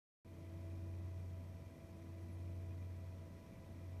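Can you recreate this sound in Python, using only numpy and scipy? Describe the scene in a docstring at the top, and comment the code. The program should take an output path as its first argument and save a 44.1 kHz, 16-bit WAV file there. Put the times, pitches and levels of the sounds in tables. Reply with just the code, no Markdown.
"""Inside a computer case, close to the cooler's steadily running water pump.
Two low tones near 90 Hz, probably two motors, beat slowly; the pump motor adds a fluttering whine.
Coolant rushes through the housing and fizzes in its resonances, while tiny air bubbles ping.
One faint, high squeak passes over a bed of microphone hiss."""
import sys
import numpy as np
from scipy.fft import rfft, irfft, next_fast_len
from scipy.io import wavfile
from scipy.ndimage import map_coordinates

SR = 44100
rng = np.random.default_rng(int(sys.argv[2]) if len(sys.argv) > 2 else 0)


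def put_to_file(sound):
    """Save the sound as 16-bit audio at rate SR, in the file named by the first command-line argument."""
    columns = np.atleast_2d(sound).T  # one column per channel
    safe = np.clip(columns, -1, 1)
    whole_steps = np.round(safe * 32767)
    wavfile.write(sys.argv[1], SR, whole_steps.astype(np.int16))


N = 176400


def amp(db):
    """Decibels to gain."""
    return 10 ** (np.asarray(db) / 20)


def unit(x):
    """Scale to rms 1."""
    return x / np.sqrt(np.mean(x ** 2) + 1e-20)


def seconds():
    """The time of each sample."""
    return np.arange(N) / SR


def wobble(rate):
    """A smooth random curve of rms 1, rate knots a second."""
    return unit(map_coordinates(rng.standard_normal(int(N * rate / SR) + 4), [seconds() * rate]))


def filtered(x, response):
    """x times a complex response of frequency."""
    m = next_fast_len(N + SR // 2)
    return irfft(rfft(x, m) * response(np.fft.rfftfreq(m, 1 / SR)), m)[:N]


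def noise(spectrum):
    """Noise of rms 1 coloured by (Hz, dB) points."""
    f, db = np.transpose(spectrum)
    white = rng.standard_normal(N)
    return unit(filtered(white, lambda hz: amp(np.interp(np.log(hz + 1), np.log(f), db))))


def tone(cycles):
    """A sine of rms 1 along a count of cycles."""
    return np.sqrt(2) * np.sin(2 * np.pi * cycles)


def hum(hum_hz=90.2, beat_hz=0.603, crest_s=1.008):
    """Two nearly equal low tones swell and partly cancel, among weak steady ones."""
    # steady tones of the case and electronics (frequency [Hz], level [dB])
    case_tones = [(72.5, -68), (145.3, -70.5), (181.5, -71.5), (7751, -103), (7918, -106), (8615, -106)]
    t = seconds()
    cycles = hum_hz * t + rng.random()
    stronger = amp(-51.5) * tone(cycles)
    weaker = amp(-54.5) * tone(cycles + beat_hz * (t - crest_s))
    steady = sum(amp(db) * tone(hz * t + rng.random()) for hz, db in case_tones)
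    return stronger + weaker + steady


def pump_whine(cycles, flutter_per_s=36):
    """The motor's fundamental waxes and wanes; its overtones flutter in level and phase."""
    # envelope of the fundamental (time [s], level [dB])
    envelope = [(.26, -64), (.58, -61.5), (1.04, -63.5), (1.29, -75), (1.7, -71), (2.08, -62.5),
                (2.75, -66), (3.0, -72.5), (3.55, -72), (3.85, -70)]
    # motor overtones (multiple of the fundamental, level [dB], flutter depth [ratio])
    overtones = [(2, -69.5, 0.27), (3, -79, .5), (4, -93.5, .5), (5, -93.5, 0.56), (6, -84.5, 0.51),
                 (8, -101.5, 0.42)]
    whine = amp(np.interp(seconds(), *np.transpose(envelope))) * tone(cycles)
    for multiple, db, depth in overtones:
        flutter = 1 + depth * (wobble(flutter_per_s) + 1j * wobble(flutter_per_s)) / np.sqrt(2)
        partial = np.exp(2j * np.pi * (multiple * cycles + rng.random()))
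        whine += amp(db) * unit(np.real(flutter * partial))
    return whine


def coolant_rush(level_db=-58, churn_db=0.46):
    """Coolant flows through the pump with a dark, lightly churning rush."""
    # colour of the flow (frequency [Hz], relative level [dB])
    flow_spectrum = [(20, -9), (45, -6), (75, -3), (120, 1), (220, -2.5), (300, -5.5), (370, -11),
                     (480, -12), (570, -10.5), (680, -17.5), (780, -20.5), (1150, -23.5), (1550, -29),
                     (3000, -34.5), (7000, -46)]
    return noise(flow_spectrum) * amp(level_db + churn_db * wobble(60))


def coolant_fizz(cycles, level_db=-76, churn_db=1, pulse_depth=0.4, pulse_top_hz=3500):
    """Fizzing coolant rings the housing; the lower resonances pulse with the motor."""
    # resonances of the pump housing (centre [Hz], width [Hz], relative gain [dB])
    resonances = [(1010, 50, 0), (1240, 130, -10), (2030, 240, 0), (2377, 120, 2), (3130, 300, -11),
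                  (3700, 1000, -15.5), (5280, 200, -9), (5680, 260, -10), (6440, 350, -19)]

    def housing(hz):
        return sum(amp(db) * 1j * hz * width / (centre ** 2 - hz ** 2 + 1j * hz * width)
                   for centre, width, db in resonances)

    fizz = rng.standard_normal(N) * amp(churn_db * wobble(110))
    pulsing = fizz * pulse_depth * tone(cycles)
    low_pulsing = filtered(pulsing, lambda hz: 1 / (1 + (hz / pulse_top_hz) ** 10))
    return amp(level_db) * unit(filtered(fizz + low_pulsing, housing))


def bubbles(per_s=16, peak_db=-69, centre_hz=2380, scatter=0.06, t60_s=0.029):
    """Tiny air bubbles ping at random, close to the housing's main resonance."""
    pings = np.zeros(N + SR)
    t = np.arange(SR // 20) / SR
    decay = amp(peak_db - 60 * t / t60_s)
    for start in rng.integers(N, size=round(per_s * N / SR)):
        hz = centre_hz * (1 + scatter * rng.uniform(-1, 1))
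        pings[start:start + len(t)] += decay * np.sin(2 * np.pi * hz * t)
    return pings[:N]


def squeak(crest_s=2.278, crest_hz=10360, sag_hz_per_s2=82000):
    """A thin whistle arches up and down in pitch, dropping out at its crest."""
    # audible bursts along the arch (centre time [s], half length [s], level [dB])
    bursts = [(2.19, .015, -89), (2.226, .014, -84), (2.334, 0.018, -79.5), (2.39, 0.039, -90)]
    t = seconds()
    hz = np.maximum(crest_hz - sag_hz_per_s2 * (t - crest_s) ** 2, 0)
    envelope = sum(amp(db) * np.exp(-((t - centre) / half) ** 2) for centre, half, db in bursts)
    return envelope * tone(np.cumsum(hz) / SR)


def microphone_hiss(level_db=-78):
    """A steady bed of hiss with a deep notch near 7 kHz."""
    # colour of the hiss (frequency [Hz], relative level [dB])
    hiss_spectrum = [(200, 11.5), (3000, 1), (4500, 7.5), (6600, 3), (7250, -20.5), (7800, 3), (10000, 2.5),
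                     (14000, 5)]
    return amp(level_db) * noise(hiss_spectrum)


def scene(whine_hz=329.65, drift_hz=0.45):
    """One gently wandering motor speed drives whine and fizz; all layers mix to mono."""
    cycles = np.cumsum(whine_hz + drift_hz * wobble(3)) / SR
    motors = hum() + pump_whine(cycles)
    coolant = coolant_rush() + coolant_fizz(cycles) + bubbles()
    return (motors + coolant + squeak() + microphone_hiss())[None]


def record(dry):
    """The microphone opens abruptly, a little low, then settles; it cuts off the highest treble."""
    start_s, dip_db, settle_s, top_hz = 0.2477, -3, 0.069, 13930
    since = seconds() - start_s
    gain = (since >= 0) * amp(dip_db * np.exp(-np.abs(since) / settle_s))
    return filtered(dry[0] * gain, lambda hz: hz < top_hz)[None]


dry = scene()
out = record(dry)
put_to_file(out)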